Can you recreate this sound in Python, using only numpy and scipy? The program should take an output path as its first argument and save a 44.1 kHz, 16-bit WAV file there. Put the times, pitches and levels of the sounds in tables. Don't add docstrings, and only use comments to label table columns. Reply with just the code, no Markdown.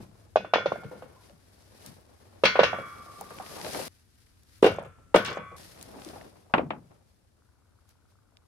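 import sys
import numpy as np
from scipy import signal
from scipy.fft import rfft, irfft, next_fast_len
from scipy.io import wavfile
from scipy.ndimage import uniform_filter1d

SR = 44100
rng = np.random.default_rng(int(sys.argv[2]) if len(sys.argv) > 2 else 0)


def wrap_up_sound(samples):
    columns = np.atleast_2d(samples).T
    tamed = np.clip(columns, -1, 1)
    steps = np.round(tamed * 32767).astype(np.int16)
    wavfile.write(sys.argv[1], SR, steps)


N = 373726
TIME = np.arange(N) / SR

# t/s, level/dB
AIR_COLOUR = [(25, -17), (60, -1.5), (95, 4), (140, -10.5), (250, -12), (600, -23), (1500, -28),
              (3000, -35.5), (10000, -34.5), (16000, -50)]
AIR_LEVEL = [(0, -58.5), (1.5, -62), (3.8, -58), (4.0, -63.5), (5.5, -55), (6.5, -61.5), (7.2, -65),
             (8.47, -65)]
# f/Hz, left-right correlation
SCATTERED_LIKENESS = [(50, 0.99), (300, 0.065), (700, 0), (1400, 0.073), (2500, 0), (16000, 0)]
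CLOSE_LIKENESS = [(50, 0.97), (300, 0.87), (700, 0.38), (1400, 0.32), (2500, 0), (16000, 0.024)]
BREAK_OFFS = [3.882, 5.565]
# f/Hz, level per Hz/dB
LEAF_COLOUR = [(800, -8), (1600, 1), (3000, -3), (5000, 0.5), (7500, -7), (10000, -2), (13000, -6.5),
               (15000, -19)]
SOIL_COLOUR = [(60, -17), (150, -0.5), (330, -1), (600, -1), (1100, -8.5), (2000, -19.5), (4000, -25.5)]
# t at the strongest/s, swell time/s, leaves level/dB,
# stalks and soil level/dB
GRABS = [(0.025, 0.036, -58.5, -51.5), (0.2, 0.2, -68.5, -62.5), (0.78, 0.14, -64, -54),
         (1.0, 0.2, -63.5, -51.5), (1.249, 0.091, -62.5, -57.5), (1.62, 0.33, -64, -66),
         (1.872, 0.08, -51.5, -51), (2.95, 0.73, -59, -52.5), (3.78, 0.26, -39.5, -39),
         (3.951, 0.14, -66, -83.5), (4.25, 0.27, -67, -89), (4.563, 0.1, -62, -92.5),
         (5.6, 0.35, -51.5, -56.5), (6.08, 0.19, -53.5, -44), (6.92, 0.094, -71, -60),
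         (7.11, 0.062, -71.5, -74), (7.905, 0.026, -65, -73), (8.11, 0.034, -73, -85)]
# t/s, level/dB, f/Hz
SNAPS = [(1.236, -58, 3000), (1.296, -54, 2300), (1.862, -39.5, 7060), (3.21, -36.5, 11100),
         (3.306, -40.5, 850), (3.386, -38, 1076), (3.463, -42.5, 1890), (3.614, -34.5, 2670),
         (3.647, -34, 2160), (3.664, -33.5, 1500), (3.747, -30, 1210), (3.815, -37.5, 1101),
         (4.433, -57.5, 7490), (5.775, -50.5, 1192), (5.812, -43.5, 4500), (5.827, -38.5, 7100),
         (5.997, -65, 2800), (6.019, -44, 1480), (6.048, -41, 5070), (6.088, -44, 3200), (6.212, -45, 1500),
         (7.891, -56, 9000), (8.37, -50.5, 2693)]
# t/s, level/dB, f/Hz, decay time/s
BUMPS = [(0.847, -38, 137, 0.027), (1.327, -52.5, 144, .02), (1.87, -48.5, 170, 0.044),
         (3.512, -44, 521, 0.0097), (3.566, -46.5, 730, 0.098), (3.645, -35.5, 610, 0.011),
         (3.663, -37.5, 554, 0.028), (3.748, -31, 800, 0.0073), (3.76, -33.5, 460, 0.014),
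         (3.791, -32, 540, 0.014), (5.957, -49, 670, 0.023), (5.958, -46, 270, 0.043),
         (6.02, -51, 520, 0.007), (6.064, -38, 262, 0.012), (6.092, -46, 296, 0.018),
         (6.159, -43, 690, 0.016), (6.212, -46, 715, 0.0099), (6.244, -50.5, 277, 0.026),
         (6.46, -65.5, 674, .015), (6.497, -56, 724, 0.048), (6.61, -35.5, 220, 0.034),
         (6.74, -50, 229, .04)]
# t/s, body level/dB, brightness/dB per octave,
# left-right/dB, thud f/Hz, thud level/dB
KNOCKS = [(0.002, -42.5, -12.5, 3.5, 330, -47), (6.538, -18.5, -3, 2.5, 724, -16.5),
          (6.5805, -27, -4, 0, 296, -24), (6.593, -36.5, -7.5, 5, 526, -18.5),
          (6.705, -32, -3, 2.5, 621, -25), (6.733, -48, -8, 1, 850, -35)]
# f/Hz, level per Hz/dB, time to fall 60 dB/s
KNOCK_BODY = [(50.2, -37.5, .6), (112, -13, 0.86), (200, -2.5, 0.4), (386, 0, 0.22), (630, 1.5, 0.24),
              (1183, 2.5, 0.19), (1760, -4, 0.166), (2427, -0.5, 0.15), (3197, -6.5, 0.13),
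              (4800, -25, 0.12), (9000, -46, 0.06), (16060, -54, 0.1)]
# t/s, thud left-right/dB, thud's phase lead at the left ear/rad,
# boom under a full-scale thud/dB, shell crackle relative to the blow/dB,
# extra damping of the ring/dB per s, rim's afterglow relative to the clang/dB
HANDFULS = [(0.3, -2, -0.5, -27, -26, 7.5, -24.5), (2.4, -3, -0.4, -23, -24, -2, -23.5),
            (4.6, -0.5, 0.2, -25, -11, 36.5, -23), (5.1, 1.5, 0.3, -21, -11, 6.5, -20.5)]
# t/s, thud f/Hz, thud level/dB, clang level/dB,
# clang brightness/dB per octave, length of the first hop/s (0 if the nut lies still)
LANDINGS = [ (0.3577, 625, -6, -33.5, 1, 0.011), (0.446, 638, -27.5, -44, -8.5, 0.0025),
            (0.5354, 650, -9, -20.5, -2.5, 0.0042), (0.5372, 1095, -9, -34, -4.5, 0.00032),
            (0.558, 532, -10.5, -35, -4, 0.00056), (0.5814, 600, -21, -37, -5.5, 0.025),
            (0.658, 552, -12.5, -34, -2, 0.0037), (0.719, 598.5, -14, -46.5, 2, 0.0024),
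            (0.757, 657, -27.5, -46, -12, 0.0017), (0.834, 720, -35, -58, 3, 0.0056),
            (0.914, 463, -36, -62, -4, 0), (1.022, 683, -34.5, -52.5, -10, 0),
            (2.436, 519, -7.5, -21.5, -1.5, 0.013), (2.452, 668, -25.5, -14.5, 0, 0.003),
            (2.5545, 577, -16.5, -25.5, -8, 0.0041), (2.591, 525, -2.5, -18, -6, 0.01),
            (2.632, 580, -10, -19, -1, 0.0071), (2.7304, 670, -19, -33, -12, 0.011),
            (2.785, 598.6, -29.5, -53, 1, 0.011), (3.211, 745, -34, -46, -20, 0),
            (3.3053, 610, -41.5, -46.5, -9.5, 0), (3.399, 735.2, -34, -40, -18, 0.0029),
            (4.6264, 415, -6.5, -27.5, -3.5, 0.00058), (4.642, 430, -6, -22, -4, 0.0077),
            (4.663, 432, -8, -25.5, -2.5, 0.0086), (4.7842, 579, -22, -47, -6.5, 0),
            (4.846, 600.3, -42.5, -48.5, -9, 0), (4.985, 850, -55, -69, -5.5, 0),
            (5.1423, 927, -13.5, -19, -7.5, 0.023), (5.145, 530, -4, -35.5, 0, 0),
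            (5.159, 600.5, -9, -23.5, -0.5, 0.015), (5.248, 600, -51, -33, 1, 0),
            (5.262, 596, -64, -34.5, 1.5, 0), (5.279, 448, -38, -33, -4, 0.0006),
            (5.312, 497, -40, -39, -8, 0), (5.370, 592, -25.5, -36.5, -11, 0),
            (5.516, 648, -45, -65, -1, 0.052)]
# f relative to the thud's, level/dB
BOTTOM_MODES = [(.64, -18), (1.35, -14.5), (1.797, -14), (2.348, -16.5)]
# f/Hz, level per Hz/dB, time to fall 60 dB/s
BOOM_BODY = [(50, -19, 0.44), (92, -10.5, 0.92), (167, -2, 0.38), (189, 2, .3), (270, -4, 0.24),
             (355, -3, 0.24), (487, 5.5, 0.24), (690, -4.5, 0.27), (1300, -12, .12), (2500, -41, .1)]
SHELL_BODY = [(3000, -10, .15), (4870, 3.5, 0.077), (9100, 1, 0.081), (12100, -13, 0.3), (16000, -10, .13)]
# f/Hz, level/dB, time to fall 60 dB/s
CLEAR_MODES = [(933, -8, 0.22), (1031, -5, 0.25), (1055, -6, 0.25), (1105, -17, 1.2), (1254, -14, 0.9),
               (1346, -16, 1.3), (1416, -11, 0.8), (1485, 0, 0.4), (1516, -14, 0.9), (1550, -9, 0.43),
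               (1684, -9, 0.42), (1805, -7, 0.35), (1864, -3.5, 0.33), (2013, -18, 0.9), (2117, -7, 0.45),
               (2183, -11.5, 0.55), (2234, -6, 0.35), (2288, -11, 0.6), (2367, -10, 0.4), (2593, -5, 0.33),
               (2763, 2.5, 0.26), (2941, -10, 0.38), (3022, -6, 0.27), (3150, -10, 0.35), (3334, -11, 0.3),
               (3410, -9, 0.45), (3577, -10, 0.3), (3942, -4, 0.24), (4394, -6, 0.24), (5206, -11, 0.23)]
# f/Hz, level/dB
CROWD_LEVEL = [(700, -4), (1200, 0), (1800, -0.5), (2500, 2.5), (3400, 0.5), (4300, -7.5), (6000, -13.5),
               (7500, -36)]
# f/Hz, time to fall 60 dB/s
CROWD_RING = [(700, 0.1), (1500, 0.2), (3300, 0.16), (7500, 0.33)]
# f/Hz, level/dB
RIM_LEVEL = [(1000, -2), (1400, -0.5), (2200, 0), (3600, -10)]
# f/Hz, left-right/dB
WALL_BEAM = [(1000, 0), (2500, 1), (4500, 4.5), (7500, 2)]
# t/s, f/Hz, level/dB, time to fall 60 dB/s
SINGING_MODES = [(0.358, 3418, -40, 0.2), (0.358, 3483, -54, 0.7), (0.358, 2525, -37, 0.22),
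                 (0.358, 1497, -46, 0.8), (0.536, 1416, -37, 1.0), (0.536, 1518, -42, 1.0),
                 (0.536, 2180, -51, 1.3), (0.536, 2385, -52, 1.0), (0.536, 3415, -33, .3),
                 (0.536, 1401, -45, 1.2), (0.536, 1380, -49, 1.3), (0.536, 1110, -57, 2.0),
                 (0.536, 2135, -53, 1.2), (0.536, 1771, -56, 1.3), (0.658, 3483, -46, .3),
                 (2.453, 3334, -35, 0.45), (2.453, 1485, -31, 0.42), (2.593, 1173, -42.5, 3.2),
                 (2.593, 1185, -44.5, 3.2), (2.593, 1206, -46.5, 2.6), (2.593, 1161, -49, 3.0),
                 (2.593, 1104, -50, 3.2), (2.593, 1108, -49, 3.2), (2.593, 1053, -54, 2.5),
                 (2.632, 1378, -48, 1.4), (2.632, 1401, -48, 1.2), (2.632, 1417, -43, 0.9),
                 (2.632, 2186, -52, 1.5), (2.632, 2288, -41.5, 1.1), (2.632, 3334, -44, 0.85),
                 (4.661, 1346, -58, 2.2), (4.661, 1254, -62, 1.6), (4.661, 2480, -51, 0.5),
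                 (4.661, 3480, -50, 0.45), (5.158, 1125, -42, 4.0), (5.158, 1254, -47, 1.7),
                 (5.158, 1303, -48, 1.8), (5.251, 2277, -49, 1.4), (5.251, 2406, -53, 1.2),
                 (5.251, 3397, -53, 0.9), (5.251, 4180, -47, 0.3), (5.158, 1071, -51, 2.2),
                 (5.158, 1206, -52, 1.3), (5.251, 2013, -54, 1.4), (5.251, 2135, -55, 0.9),
                 (5.251, 2250, -52, 0.8), (5.251, 2470, -54, 0.8), (5.251, 3310, -56, 0.7),
                 (5.251, 3475, -58, 0.7), (5.262, 5206, -48, 0.25)]
# t/s, f/Hz, level/dB, decay time/s
ROLLS = [(0.826, 714, -40, 0.011), (0.843, 458, -35, 0.013), (0.913, 500, -31.5, 0.02),
         (1.023, 508, -36, 0.014), (1.163, 1043, -49, 0.011), (1.207, 974, -52, 0.0091),
         (1.298, 577, -50, .014), (2.786, 543, -32.5, 0.016), (3.211, 817.4, -32, 0.008),
         (3.4, 754, -27, 0.0069), (4.645, 300, -18, 0.019), (5.15, 333, -12.5, 0.012)]
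# t/s, f/Hz, level/dB
BARE_THUDS = [(0.406, 620, -31), (0.602, 620, -36), (4.629, 900, -16), (4.644, 1000, -18),
              (4.653, 620, -18), (4.690, 560.4, -22), (4.701, 477, -27), (4.719, 656, -29),
              (4.749, 681, -37), (4.800, 554, -38), (4.812, 750, -39), (4.8205, 596, -29.5),
              (4.834, 590, -34), (4.862, 450, -38.5), (5.192, 490, -31), (5.283, 1300, -39),
              (5.371, 1260, -29.5), (5.553, 708, -47)]
# t/s, length/s, level/dB, centre f/Hz
SKITTERS = [(4.623, 0.053, -48, 9000), (4.695, 0.2, -56, 8440), (5.179, 0.082, -53, 8400),
            (5.258, 0.12, -41, 4790), (5.257, 0.12, -58, 9000)]

BUZZ_S, BUZZ_TOP_HZ = 7.32, 1540
LET_GO = 0.82
STIR_LEAVES_DB, STIR_SOIL_DB = -78.5, -76.5
HOPS, HOP_LOSS_DB, HOP_SHRINK = 3, 8.5, .9
THUD_LOW_CUT = 0.46
SCATTER_DB = 0.8
RIM_T60_S, RIM_DAMPED = 1.0, 0.57
BOOM_FOLLOWS = .5
HEAP_HZ, HEAP_DB_PER_OCTAVE = 565, 15
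SHELL_THUD_SHARE = 0.21
WALL_LEFT_DB, BOOM_LEFT_DB = 1.04, 2
SKITTER_FADE_DB, SKITTER_SPREAD_DB = 18, 11
CUTOFF_HZ = 15800


def from_db(db):
    return 10 ** (np.asarray(db) / 20)


def rms_one(x):
    return x / np.sqrt(np.mean(x ** 2) + 1e-20)


def at_hz(points, hz, axis=1):
    points = np.array(points)
    return np.interp(np.log(hz), np.log(points[:, 0]), points[:, axis])


def swell(size, rise_s):
    return 1 - np.exp(-TIME[:size] / rise_s)


def fall(t60_s, t):
    return np.exp(-np.log(1000) * t / t60_s)


def add(out, s, sound, balance_db=0):
    start = int(s * SR)
    later_breaks = [int(b * SR) for b in BREAK_OFFS if b > s]
    stop = min([N, start + sound.shape[-1]] + later_breaks)
    left_right = from_db([[balance_db / 2], [-balance_db / 2]])
    out[:, start:stop] += sound[..., :stop - start] * left_right


def stereo_spectrum(spectrum, likeness, size):
    hz = np.maximum(np.arange(size // 2 + 1) * SR / size, 1)
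    mid, side = rfft(rng.standard_normal((2, size)))
    alike = np.clip(at_hz(likeness, hz), -1, 1)
    ears = np.sqrt(1 + alike) * mid + np.sqrt(1 - alike) * side * [[1], [-1]]
    ends = 1 / (1 + (spectrum[0][0] / hz) ** 4) / (1 + (hz / spectrum[-1][0]) ** 8)
    return hz, from_db(at_hz(spectrum, hz)) * np.sqrt(ends) * ears


def noise(spectrum):
    _, bins = stereo_spectrum(spectrum, SCATTERED_LIKENESS, 2 * next_fast_len(N // 2 + 1))
    return rms_one(irfft(bins)[:, :N])


def grains(per_s, life_s, spread_db):
    sizes = from_db(spread_db * np.minimum(rng.exponential(1, N), 4))
    hits = (rng.random(N) < per_s / SR) * sizes ** 2
    power = signal.lfilter([1], [1, -np.exp(-2 / (life_s * SR))], hits + 1e-18)
    return rms_one(np.sqrt(power))


def pop(hz, decay_s, width, side_db):
    t = TIME[:int(np.clip(7 * decay_s, .01, .125) * SR)]
    width = max(width, 1.1)
    edges = np.clip([hz / width, hz * width], 50, .45 * SR)
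    push = rng.standard_normal((2, len(t))) * np.exp(-t / decay_s)
    band = signal.sosfilt(signal.butter(2, edges, "band", fs=SR, output="sos"), push)
    mid, side = [v * np.sqrt(decay_s * SR / 2 / np.sum(v ** 2)) for v in band]
    return mid + from_db(side_db) * side * [[1], [-1]]


def burst(body, size, tilt_db=0):
    hz, bins = stereo_spectrum(body, CLOSE_LIKENESS, size)
    tilted = bins * from_db(tilt_db * np.log2(hz))
    centres, _, t60 = np.transpose(body)
    shares = np.array([np.interp(np.log(hz), np.log(centres), row) for row in np.eye(len(body))])
    bands = irfft(np.complex64(shares[:, None] * tilted))
    shape = fall(t60[:, None, None], TIME[:size]) * swell(size, 1 / centres[:, None, None])
    return (bands * shape).sum(0) / bands.sum(0).std()


def thud(hz, rise_s, sharpness, tail_db, tail_s, lead_cycles, ears_apart, left_lead):
    t = TIME[:SR // 10]
    spread = swell(len(t), rise_s)
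    push = (t / rise_s * np.exp(1 - t / rise_s)) ** sharpness
    tail = from_db(tail_db) * spread * np.exp(-t / tail_s)
    turn = 2 * np.pi * (hz * t + lead_cycles * spread)
    turn = turn + left_lead * np.array([[.5], [-.5]])
    push_phase = ears_apart * rng.standard_normal((2, 1))
    tail_phase = rng.standard_normal() + .5 * rng.standard_normal((2, 1))
    out = push * np.sin(turn + push_phase) + tail * np.sin(turn + tail_phase)
    for ratio, level_db in BOTTOM_MODES:
        phase = rng.uniform(0, 2 * np.pi) + 4 * ears_apart * rng.standard_normal((2, 1))
        out += from_db(level_db) * (push + tail) * np.sin(ratio * turn + phase)
    return signal.sosfilt(signal.butter(2, hz * THUD_LOW_CUT, "high", fs=SR, output="sos"), out)


def quiet_air():
    return from_db(np.interp(TIME, *np.transpose(AIR_LEVEL))) * noise(AIR_COLOUR)


def buzz(start_s, level_db, low_hz):
    cycles = 30 * (TIME - start_s)
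    strong = np.exp(-(cycles % 1) / .06)
    weak = .3 * np.exp(-((cycles + .55) % 1) / .06)
    beat = strong + weak + .11
    band = signal.sosfilt(signal.butter(16, BUZZ_TOP_HZ, fs=SR, output="sos"), beat * rng.standard_normal(N))
    band = signal.sosfilt(signal.butter(2, low_hz, "high", fs=SR, output="sos"), band)
    return from_db(level_db) * rms_one(band) * np.clip((TIME - start_s) / 0.13, 0, 1)


def rustle_gains():
    stretch = np.searchsorted(BREAK_OFFS, TIME)
    power = from_db([[STIR_LEAVES_DB], [STIR_SOIL_DB]]) ** 2 * (stretch != 1)
    for s, swell_s, leaves_db, soil_db in GRABS:
        shape = np.exp(np.minimum(TIME - s, (s - TIME) / LET_GO) / swell_s)
        shape = shape * (stretch == np.searchsorted(BREAK_OFFS, s))
        power += (from_db([[leaves_db], [soil_db]]) * shape) ** 2
    return np.sqrt(power)


def breaks(rustle, per_s, above_db, spread_db, low_hz, high_hz):
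    when, size, pitch = rng.random((int(per_s * N / SR), 3)).T
    rustle_db = 20 * np.log10(rustle[(when * N).astype(int)])
    level_db = rustle_db + above_db + spread_db * (2 * size - 1)
    return list(zip(when * N / SR, level_db, low_hz * (high_hz / low_hz) ** pitch))


def plants():
    leaves, soil = rustle_gains()
    out = leaves * noise(LEAF_COLOUR) * grains(per_s=740, life_s=0.015, spread_db=2.4)
    out += soil * noise(SOIL_COLOUR) * grains(per_s=240, life_s=0.014, spread_db=2.5)
    twigs = breaks(leaves, per_s=12, above_db=0.0, spread_db=4.0, low_hz=1800, high_hz=9000)
    for s, level_db, hz in SNAPS + twigs:
        add(out, s, from_db(level_db) * pop(hz, decay_s=0.0018, width=1.9, side_db=-0.5))
    for s, level_db, hz, decay_s in BUMPS:
        add(out, s, from_db(level_db) * pop(hz, decay_s, width=1.35, side_db=-6.5))
    return out


def knocks():
    out = np.zeros((2, N))
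    for s, level_db, tilt_db, balance_db, hz, thud_db in KNOCKS:
        body = burst(KNOCK_BODY, size=16384, tilt_db=tilt_db)
        size = body.shape[1]
        crack = 1 + from_db(12.0) * np.exp(-TIME[:size] / 0.0057)
        unevenness = rms_one(uniform_filter1d(rng.standard_normal(size), size=200))
        rattle = from_db(1.5 * unevenness * swell(size, rise_s=0.015))
        add(out, s, from_db(level_db - 2.5) * crack * rattle * body, balance_db)
        hollow = thud(hz, rise_s=1.1 / hz, sharpness=4.0, tail_db=-8.5, tail_s=0.017,
                      lead_cycles=0.08, ears_apart=1 / 5, left_lead=0.75)
        add(out, s, from_db(thud_db) * hollow, balance_db)
    return out


def skitters():
    out = np.zeros((2, N))
    for s, length_s, level_db, hz in SKITTERS:
        octaves = rng.uniform(-.5, .5, size=12)
        ticks = [pop(hz * 2 ** octave, decay_s=0.002, width=1.2, side_db=-3) for octave in octaves]
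        for k, (when, size) in enumerate(rng.random(size=(48, 2))):
            contact_db = level_db - SKITTER_FADE_DB * when + SKITTER_SPREAD_DB * (size - .5)
            add(out, s + when * length_s, from_db(contact_db) * ticks[k % len(ticks)])
    return out


def rolls(rise_s, wobble, rough):
    out, t = np.zeros((2, N)), TIME[:SR // 6]
    for s, hz, level_db, decay_s in ROLLS:
        bend, press = rms_one(uniform_filter1d(rng.standard_normal((2, len(t))), size=180))
        turn = 2 * np.pi * hz * t + wobble * bend
        envelope = swell(len(t), rise_s) * np.exp(-t / decay_s) * (1 + rough * press)
        add(out, s, from_db(level_db) * envelope * np.sin(turn))
    return out


def singing(apart, waver):
    out, t = np.zeros((2, N)), TIME[:2 * SR]
    for s, hz, level_db, t60 in SINGING_MODES:
        envelope = from_db(level_db) * fall(t60, t) * swell(len(t), rise_s=0.0053)
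        envelope *= 1 + waver * np.interp(t, np.linspace(0, 2, 100), rng.standard_normal(100))
        phase = apart * rng.uniform(-0.65, 1, (2, 1))
        add(out, s, envelope * np.sin(np.float32(2 * np.pi * hz * t + phase)))
    return out


def handful_at(s):
    return [handful for handful in HANDFULS if handful[0] <= s][-1]


def touches(s, level_db, hop_s):
    rows = [(s, level_db)]
    for k in range(HOPS if hop_s > 0 else 0):
        s, level_db = s + hop_s * HOP_SHRINK ** k, level_db - HOP_LOSS_DB
        rows.append((s, level_db))
    return rows


def thuds():
    out = np.zeros((2, N))
    for s, hz, thud_db, _, _, hop_s in LANDINGS:
        _, side_db, lead, *_ = handful_at(s)
        for touch_s, touch_db in touches(s, thud_db, hop_s):
            blow = thud(hz, rise_s=1.15 / hz, sharpness=1.8, tail_db=-14.5, tail_s=0.01,
                        lead_cycles=0.055, ears_apart=1 / 8, left_lead=lead)
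            touch_side_db = side_db + SCATTER_DB * rng.standard_normal()
            add(out, touch_s, from_db(touch_db) * blow, touch_side_db)
    for s, hz, level_db in BARE_THUDS:
        _, side_db, lead, *_ = handful_at(s)
        bare = thud(hz, rise_s=1.0 / hz, sharpness=2.8, tail_db=-21, tail_s=0.008,
                    lead_cycles=0.2, ears_apart=1 / 8, left_lead=lead)
        add(out, s, from_db(level_db) * bare, side_db)
    return out


def booms_and_crackles():
    booms, shells = np.zeros((2, 2, N))
    bursts = [(burst(BOOM_BODY, size=16384), burst(SHELL_BODY, size=8192)) for _ in range(10)]
    for k, (s, hz, thud_db, clang_db, tilt_db, _) in enumerate(LANDINGS):
        boom, crackle = bursts[k % len(bursts)]
        _, _, _, weight_db, shell_db, _, _ = handful_at(s)
        boom_db = weight_db + BOOM_FOLLOWS * thud_db + HEAP_DB_PER_OCTAVE * np.log2(HEAP_HZ / hz)
        add(booms, s, from_db(boom_db) * boom, BOOM_LEFT_DB)
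        tick = 1 + from_db(4) * np.exp(-TIME[:crackle.shape[1]] / 0.0005)
        blow_db = clang_db + SHELL_THUD_SHARE * (thud_db - clang_db) + 2.6 * tilt_db
        add(shells, s, from_db(blow_db + shell_db) * tick * crackle)
    return booms + shells * grains(per_s=490, life_s=0.012, spread_db=2.5)


def ring_bank(hz, level_db, t60, size, spot_db):
    count = len(LANDINGS)
    tilt_db = np.array(LANDINGS)[:, 4, None, None]
    chance = rng.standard_normal((count, 5, len(hz)))
    gain = from_db(level_db + spot_db * chance[:, :2] + tilt_db * np.log2(hz / np.median(hz)))
    gain *= from_db(at_hz(WALL_BEAM, hz) * [[.5], [-.5]])
    gain /= np.sqrt((gain ** 2).sum(2).mean(1) / 2)[:, None, None]
    apart = np.sqrt(-np.log(np.clip(at_hz(CLOSE_LIKENESS, hz), .01, 1)))
    phase = 2 * np.pi * chance[:, 2:3] + apart * chance[:, 3:]
    t = TIME[:size].astype(np.float32)
    turn = np.outer(np.float32(2 * np.pi * hz), t)
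    decay = np.exp(np.outer(np.float32(-np.log(1000) / t60), t))
    waves = np.vstack([np.sin(turn) * decay, np.cos(turn) * decay])
    weights = np.float32(np.concatenate([gain * np.cos(phase), gain * np.sin(phase)], axis=2))
    return (weights.reshape(2 * count, -1) @ waves).reshape(count, 2, size)


def clangs():
    out = np.zeros((2, N))
    clear = ring_bank(*np.transpose(CLEAR_MODES), size=SR, spot_db=4.5) * swell(SR, rise_s=0.0015)
    crowd_hz = np.linspace(700, 7500, 200) + rng.uniform(-17, 17, 200)
    crowd_size = SR // 3
    crowd = ring_bank(crowd_hz, at_hz(CROWD_LEVEL, crowd_hz), at_hz(CROWD_RING, crowd_hz), crowd_size, spot_db=4.0)
    contact = 1 + from_db(-4.0) * np.exp(-TIME[:crowd_size] / 0.013)
    crowd = crowd * swell(crowd_size, rise_s=0.0022) * contact
    rim_hz = np.geomspace(1000, 3600, 64) * rng.uniform(.99, 1.01, 64)
    rim = ring_bank(rim_hz, at_hz(RIM_LEVEL, rim_hz), np.full(len(rim_hz), RIM_T60_S), size=SR, spot_db=3.5)
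    rim = rim * swell(SR, rise_s=0.006)
    for k, (s, _, _, clang_db, _, _) in enumerate(LANDINGS):
        _, _, _, _, _, damping, rim_db = handful_at(s)
        lost_db = damping * TIME[:SR]
        add(out, s, from_db(clang_db - 7.0 - lost_db) * clear[k], WALL_LEFT_DB)
        add(out, s, from_db(clang_db - 2.5) * crowd[k], WALL_LEFT_DB)
        add(out, s, from_db(clang_db + rim_db - RIM_DAMPED * lost_db) * rim[k], WALL_LEFT_DB)
    return out


def pan():
    landings = thuds() + booms_and_crackles() + clangs()
    loose = skitters() + rolls(rise_s=.002, wobble=0.32, rough=0.13)
    return landings + loose + singing(apart=0.52, waver=1 / 4)


def scene():
    background = quiet_air() + buzz(BUZZ_S, level_db=-76.5, low_hz=1110) + plants()
    left_db = 1.37
    near = knocks() + pan()
    return background * from_db([[left_db], [-left_db]]) + near


def record(dry):
    rounded = dry / (1 + (dry / .95) ** 8) ** (1 / 8)
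    return signal.sosfilt(signal.ellip(10, .1, 90, CUTOFF_HZ, fs=SR, output="sos"), rounded)


dry = scene()
out = record(dry)
wrap_up_sound(out)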